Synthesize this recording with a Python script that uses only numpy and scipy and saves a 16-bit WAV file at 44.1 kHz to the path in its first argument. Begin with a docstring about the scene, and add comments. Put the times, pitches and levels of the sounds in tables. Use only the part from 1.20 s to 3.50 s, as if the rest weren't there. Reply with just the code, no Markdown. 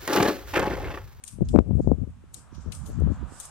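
"""A hand-held camera moves along a damp lane. Over quiet outdoor air come short wet scuffs, probably
soles on the pavement, each a snap and a fizz of spray, with ticks of grit between them. From 0.2 to
0.9 s turbulent gusts buffet the two microphone ports, the left one hard enough to overload.
After a lull the scuffs return and far traffic swells; more gusts peak near 1.8 s, and two last
scuffs sound as the wind dies away."""
import sys
import numpy as np
from scipy import signal
from scipy.fft import rfft, irfft, next_fast_len
from scipy.io import wavfile
from scipy.ndimage import uniform_filter1d

SR = 44100
rng = np.random.default_rng(int(sys.argv[2]) if len(sys.argv) > 2 else 0)


def materialize(psi):
    """Save the field psi as 16-bit PCM at rate SR to the path in sys.argv[1].

    A 1-D psi becomes a single channel; in a 2-D psi each row is a channel.
    """
    bounded = np.clip(np.atleast_2d(psi).T, -1, 1)
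    quanta = np.round(bounded * 32767).astype(np.int16)
    wavfile.write(sys.argv[1], SR, quanta)


N = 101429
TIME = np.arange(N) / SR

# Bright spectrum of snapping grit: frequency_hz, gain_db
GRIT_SPECTRUM = [(2000, -22.5), (4500, -30), (6500, 4), (7600, -4), (8800, 7.5), (10500, -9),
                 (14000, -11.5), (16000, -48)]
GRIT_RISE = 0.29  # rise time as a share of the fall time


def amp(db):
    """Amplitude grows tenfold for every 20 dB."""
    return 10 ** (np.asarray(db) / 20)


def unit_rms(x):
    """Normalisation to unit mean power."""
    return x / np.sqrt(np.mean(x ** 2) + 1e-20)


def ports(pan_db):
    """A level difference between the ports gives direction; positive is left."""
    return amp([[pan_db / 2], [-pan_db / 2]])


def coloured(x, spectrum, ratio=1):
    """Spectral shaping: x is filtered by a curve transposed by ratio, then set to rms 1."""
    hz, db = np.transpose(spectrum)
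    length = x.shape[-1]
    size = next_fast_len(length)
    bins_hz = np.fft.rfftfreq(size, 1 / SR)
    gain = amp(np.interp(np.log(bins_hz + 1), np.log(hz * ratio + 1), db))
    return unit_rms(irfft(rfft(x, size) * gain, size)[..., :length])


def noise(spectrum, correlation, ratio=1, grain_db=0., count=N):
    """Partly coherent stereo noise; uneven grains roughen it, and it repeats after count samples."""
    left, independent = rng.standard_normal((2, count))
    right = correlation * left + np.sqrt(1 - correlation ** 2) * independent
    grains = amp(grain_db * np.minimum(rng.exponential(1, count), 5))
    stretch = coloured(np.array([left, right]) * grains, spectrum, ratio)
    return np.tile(stretch, N // count + 1)[:, :N]


def burst(peak_s, rise_s, fall_s):
    """Envelope of a transient: Gaussian rise, exponential decay."""
    t = TIME - peak_s
    return np.exp(-np.minimum(np.where(t < 0, (t / rise_s) ** 2, t / fall_s), 60))


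def background():
    """Incoherent sources add in power: distant tyre noise swells over a steady ambient floor."""
    # Traffic swell: time_s, level_db
    swell = [(0, -66.5), (.9, -68), (1.1, -66.5), (1.25, -60), (1.7, -55), (1.95, -51.5), (2.1, -51.5),
             (2.3, -54.5)]
    # Spectra of tyres and outdoor air: frequency_hz, gain_db
    tyre_spectrum = [(100, 7), (300, -11), (600, 0), (900, 3), (1250, 4), (1600, -1.5), (2100, -13),
                     (3500, -15.5), (6000, -31), (12000, -37)]
    air_spectrum = [(30, -11), (80, 10), (250, 10), (600, 3.5), (1400, 0.5), (2400, 3.5), (4500, -5.5),
                    (8500, -2.5), (11000, -11), (15000, -22)]
    traffic = amp(np.interp(TIME, *np.transpose(swell))) * noise(tyre_spectrum, correlation=0.68)
    air = amp(-68.5) * noise(air_spectrum, correlation=0.1)
    return ports(pan_db=2) * traffic + ports(pan_db=1) * air


def ticks():
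    """A brief impulse has a broad spectrum: single grains of grit snap, mostly on the left."""
    # Snaps: peak_s, level_db
    snaps = [(.113, -47), (0.211, -62), (.482, -65), (0.594, -61.5), (.617, -61), (0.628, -63),
             (0.904, -65), (1.421, -67), (1.561, -58), (1.687, -58), (1.719, -55), (1.801, -52.5)]
    fall_s = 0.0012
    envelope = sum(amp(db) * burst(at, GRIT_RISE * fall_s, fall_s) for at, db in snaps)
    return ports(pan_db=13) * noise(GRIT_SPECTRUM, correlation=0.2) * envelope


def sprays():
    """Many fine droplets merge into a hiss, after the scuffs and faintly between them."""
    # Showers of droplets: peak_s, level_db, rise_s, fall_s, pan_db, pitch_ratio
    showers = [(.082, -46.5, 0.025, 0.038, 3, 0.99), (.13, -54.5, 0.017, 0.028, 7.5, 1.07),
               (.252, -64, .004, 0.025, -10, 0.75), (0.316, -56.5, 0.024, 0.045, 6, 0.9),
               (.56, -68.5, .015, .03, 10, 1), (.63, -65, 0.018, 0.073, 7, 0.82),
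               (1.177, -50.5, 0.032, 0.04, 3.5, 0.94), (1.361, -61, 0.031, 0.12, 2, 0.68),
               (1.425, -63, 0.023, 0.027, 3, 0.86), (1.55, -46.5, 0.021, 0.044, 4.5, 0.98),
               (1.688, -62, 0.027, 0.017, 21, 1.27), (1.73, -61, 0.15, 0.073, -6, 0.81),
               (1.94, -67, 0.036, 0.063, -14, 0.82), (2.171, -54.5, 0.075, 0.063, -7, 0.92),
               (2.249, -45.5, 0.067, 0.052, -0.5, 0.96)]
    # Droplet spectrum: frequency_hz, gain_db
    spectrum = [(1500, -21), (2700, -11.5), (4500, -10), (5400, -4.5), (7000, -4), (8700, 5), (10200, -3.5),
                (14000, -22), (16000, -40)]
    out = np.zeros((2, N))
    for at, db, rise_s, fall_s, pan_db, ratio in showers:
        fizz = noise(spectrum, correlation=0.042, ratio=ratio, grain_db=2.5, count=16384)
        out += ports(pan_db) * amp(db) * burst(at, rise_s, fall_s) * fizz
    return out


def scuffs():
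    """Friction on wet grit gives bursts of noise: a bright top over a duller, pitched body."""
    # Crunches: peak_s, level_db, fall_s, body_relative_db, pitch_hz, pan_db
    crunches = [(0.0391, -36, 0.0039, -11, 2200, 11), (0.0503, -42.5, 0.0023, -29, 2600, -2),
                (0.0792, -41, 0.0072, -7, 3100, 12), (0.288, -48.5, 0.0069, 3, 3260, 5),
                (1.14, -46, 0.0012, -17, 3800, 15), (1.1443, -36, 0.0043, -6, 3950, 8.5),
                (1.35, -70.5, 0.012, 9.5, 3270, 12), (1.523, -41, 0.0084, -1.5, 2560, 10),
                (1.551, -45, 0.0017, -7.5, 3540, 9), (1.664, -57.5, 0.016, -6, 3330, 23),
                (2.202, -37, 0.01, -13, 3520, 9), (2.254, -39, 0.0063, -33, 5000, 1)]
    # Spectrum of the body: pitch_multiple, gain_db
    body_spectrum = [(.3, -32), (.7, -12), (.88, -1), (1, 2.5), (1.25, -4), (1.7, -2), (2.6, -11.5),
                     (5, -25.5)]
    top = noise(GRIT_SPECTRUM, correlation=0.093, grain_db=3.5)
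    out = np.zeros((2, N))
    for at, db, fall_s, body_db, pitch_hz, pan_db in crunches:
        body = noise(body_spectrum, correlation=0.14, ratio=pitch_hz, grain_db=3.5, count=4096)
        envelope = amp(db) * burst(at, GRIT_RISE * fall_s, fall_s)
        out += ports(pan_db) * envelope * (top + amp(body_db) * body)
    return out


def flutter():
    """Small eddies form an irregular pulse train, each pulse filtered to a soft pop."""
    # Spectrum of a pop: frequency_hz, gain_db
    spectrum = [(90, -25.5), (200, 1.5), (300, -3.5), (450, -6.5), (650, -12.5), (900, -29.5),
                (1300, -51.5), (4000, -115)]
    drift = unit_rms(uniform_filter1d(rng.standard_normal(N), size=200))
    eddies_per_s = 130 * abs(1 + 0.77 * drift)
    passed = np.floor(np.cumsum(eddies_per_s) / SR)
    pulses = np.diff(passed, prepend=passed[0]) * rng.choice([-1, 1], N)
    return coloured(pulses * amp(4 * rng.uniform(-1, 1, N)), spectrum)


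def rumble(steady_s):
    """Turbulent pressure is low-frequency noise, here levelled over spans longer than steady_s."""
    # Turbulence spectrum: frequency_hz, gain_db
    spectrum = [(15, -37), (30, -33), (50, 0), (72, 3), (110, -5), (180, -10.5), (270, -20.5), (420, -53.5),
                (800, -105)]
    pressure = coloured(rng.standard_normal(N), spectrum)
    power = uniform_filter1d(abs(signal.hilbert(pressure)) ** 2, int(steady_s * SR))
    return unit_rms(pressure / np.sqrt(abs(power) + 1e-6))


def wind():
    """Turbulence is local, so each port has its own independent rumble and flutter."""
    # Gusts at each port, before the trims below: time_s, rumble_db, flutter_db
    left_gusts = [(0, -91, -81), (.03, -56.5, -68), (.11, -57.5, -68), (.135, -39, -74), (.19, -41, -55),
                  (.225, -17, -33), (.245, -32.5, -45), (.32, -24.5, -57), (.345, -20, -10.5),
                  (.41, -17, -25), (.435, -39, -44.5), (.51, -20.5, -30.5), (.57, -17, -39.5),
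                  (.6, -26.5, -22), (.625, -35, -59.5), (.685, -20.5, -27), (.73, -15.5, -24),
                  (.77, -36.5, -53), (.835, -19, -37), (.86, -44.5, -53.5), (.89, -34, -50),
                  (.93, -52, -74), (1.1, -54.5, -68), (1.42, -58.5, -65.5), (1.48, -25.5, -38.5),
                  (1.54, -46.5, -54), (1.63, -62, -74), (1.7, -36, -34), (1.75, -31, -66),
                  (1.83, -16.5, -40), (1.915, -21.5, -33), (1.96, -40.5, -85.5), (2.1, -61, -57),
                  (2.3, -66, -84)]
    right_gusts = [(0, -84, -86), (.04, -55, -60.5), (.15, -66, -78), (.22, -30.5, -55), (.34, -34, -51.5),
                   (.37, -45, -64), (.57, -47, -73), (.625, -29.5, -60.5), (.74, -44, -66), (.81, -69, -83),
                   (.9, -40.5, -66), (1.0, -51, -80), (1.17, -51, -45), (1.28, -54, -69), (1.39, -36, -60),
                   (1.49, -52.5, -55), (1.61, -32.5, -68), (1.7, -39, -41), (1.78, -49, -68),
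                   (1.85, -29, -62), (1.91, -47, -87), (2.04, -28, -49), (2.1, -47, -48),
                   (2.23, -54, -55.5), (2.3, -53.5, -69)]
    channels = []
    for gusts, rumble_trim_db, flutter_trim_db in (left_gusts, 1.5, -1.5), (right_gusts, 2, -7):
        time_s, rumble_db, flutter_db = np.transpose(gusts)
        deep = amp(np.interp(TIME, time_s, rumble_db) + rumble_trim_db) * rumble(steady_s=.02)
        fast = amp(np.interp(TIME, time_s, flutter_db) + flutter_trim_db) * flutter()
        channels.append(deep + fast)
    return np.array(channels)


def buffets():
    """An eddy striking a port is a rounded pressure step with a heavily damped back-swing."""
    # Single eddies: time_s, port, level_db, pressure_sign, edge_ms, swing_hz
    eddies = [(.1872, "L", -23.5, 1, 0.61, 134), (.2093, "L", -15.5, 1, 0.46, 140.4),
              (.2157, "L", -6, 1, 2.05, 142.4), (0.2211, "L", -7, 1, 0.83, 139),
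              (0.2268, "L", -10.5, 1, 0.69, 126), (.3424, "L", -6.5, 1, 0.55, 293),
              (0.3523, "L", -2, 1, 0.5, 124), (0.3612, "L", 1.5, 1, 0.41, 113),
              (0.3764, "L", -18, 1, 0.17, 190), (.389, "L", 2, 1, .42, 148.6),
              (0.4932, "L", -19.5, 1, 0.73, 125.4), (0.5102, "L", -11.5, 1, 0.45, 108),
              (0.5537, "L", -13, -1, 0.8, 69.4), (0.6044, "L", -6.5, -1, 0.71, 204),
              (0.646, "L", -25, 1, 0.56, 150), (0.675, "L", -4, 1, 0.48, 100), (0.6829, "L", -6, 1, 2, 70),
              (0.7074, "L", -28, 1, 0.37, 130), (.717, "L", -2.5, 1, 0.44, 214),
              (0.7211, "L", -7, 1, 0.67, 89.5), (0.7851, "L", -16.5, -1, 1.4, 111),
              (.875, "L", -23.5, -1, 1.27, 180), (1.039, "L", -34.5, 1, 1.8, 270),
              (1.327, "R", -24, 1, 3.6, 214), (1.382, "R", -22, 1, 2.6, 130),
              (1.462, "L", -26, 1, 1.3, 196), (1.789, "L", -8, -1, 3, 142), (1.808, "L", -20, 1, 0.64, 200),
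              (1.821, "L", -11, -1, 0.61, 120), (1.84, "L", -1, -1, 4.5, 75),
              (1.875, "L", -18, 1, 0.48, 190), (1.902, "L", -9.5, -1, 1.7, 100),
              (1.9187, "L", -7, 1, 2.4, 166), (2.029, "R", -18.5, 1, 2.4, 222.1),
              (2.122, "R", -30.5, 1, 0.57, 197)]
    lead_s, tail_s = 0.00098, 0.0021
    out = np.zeros((2, N))
    for at, port, db, sign, edge_ms, swing_hz in eddies:
        near = abs(TIME - at) < .03
        t = TIME[near] - at
        slope = np.exp(-np.minimum((1000 * t / edge_ms) ** 2, 50))
        step = 2 * np.cumsum(slope) / slope.sum() - 1
        swing = np.cos(2 * np.pi * swing_hz * t)
        fade = 2 * np.exp(-np.logaddexp(-t / lead_s, t / tail_s))
        out["LR".index(port), near] += sign * amp(db) * step * swing * fade
    return out


def scene():
    """Superposition: wind pressure and the sounds of the lane add at each port."""
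    return wind() + buffets() + scuffs() + sprays() + ticks() + background()


def record(dry):
    """Overload clips the strongest buffets; a low-pass filter then limits the bandwidth."""
    overload, cutoff_hz = .83, 15000
    clipped = np.clip(dry, -overload, overload)
    low_pass = signal.firwin(255, cutoff_hz, window=("kaiser", 9), fs=SR)
    return signal.oaconvolve(clipped, low_pass[None], "same")


dry = scene()
out = record(dry)
materialize(out)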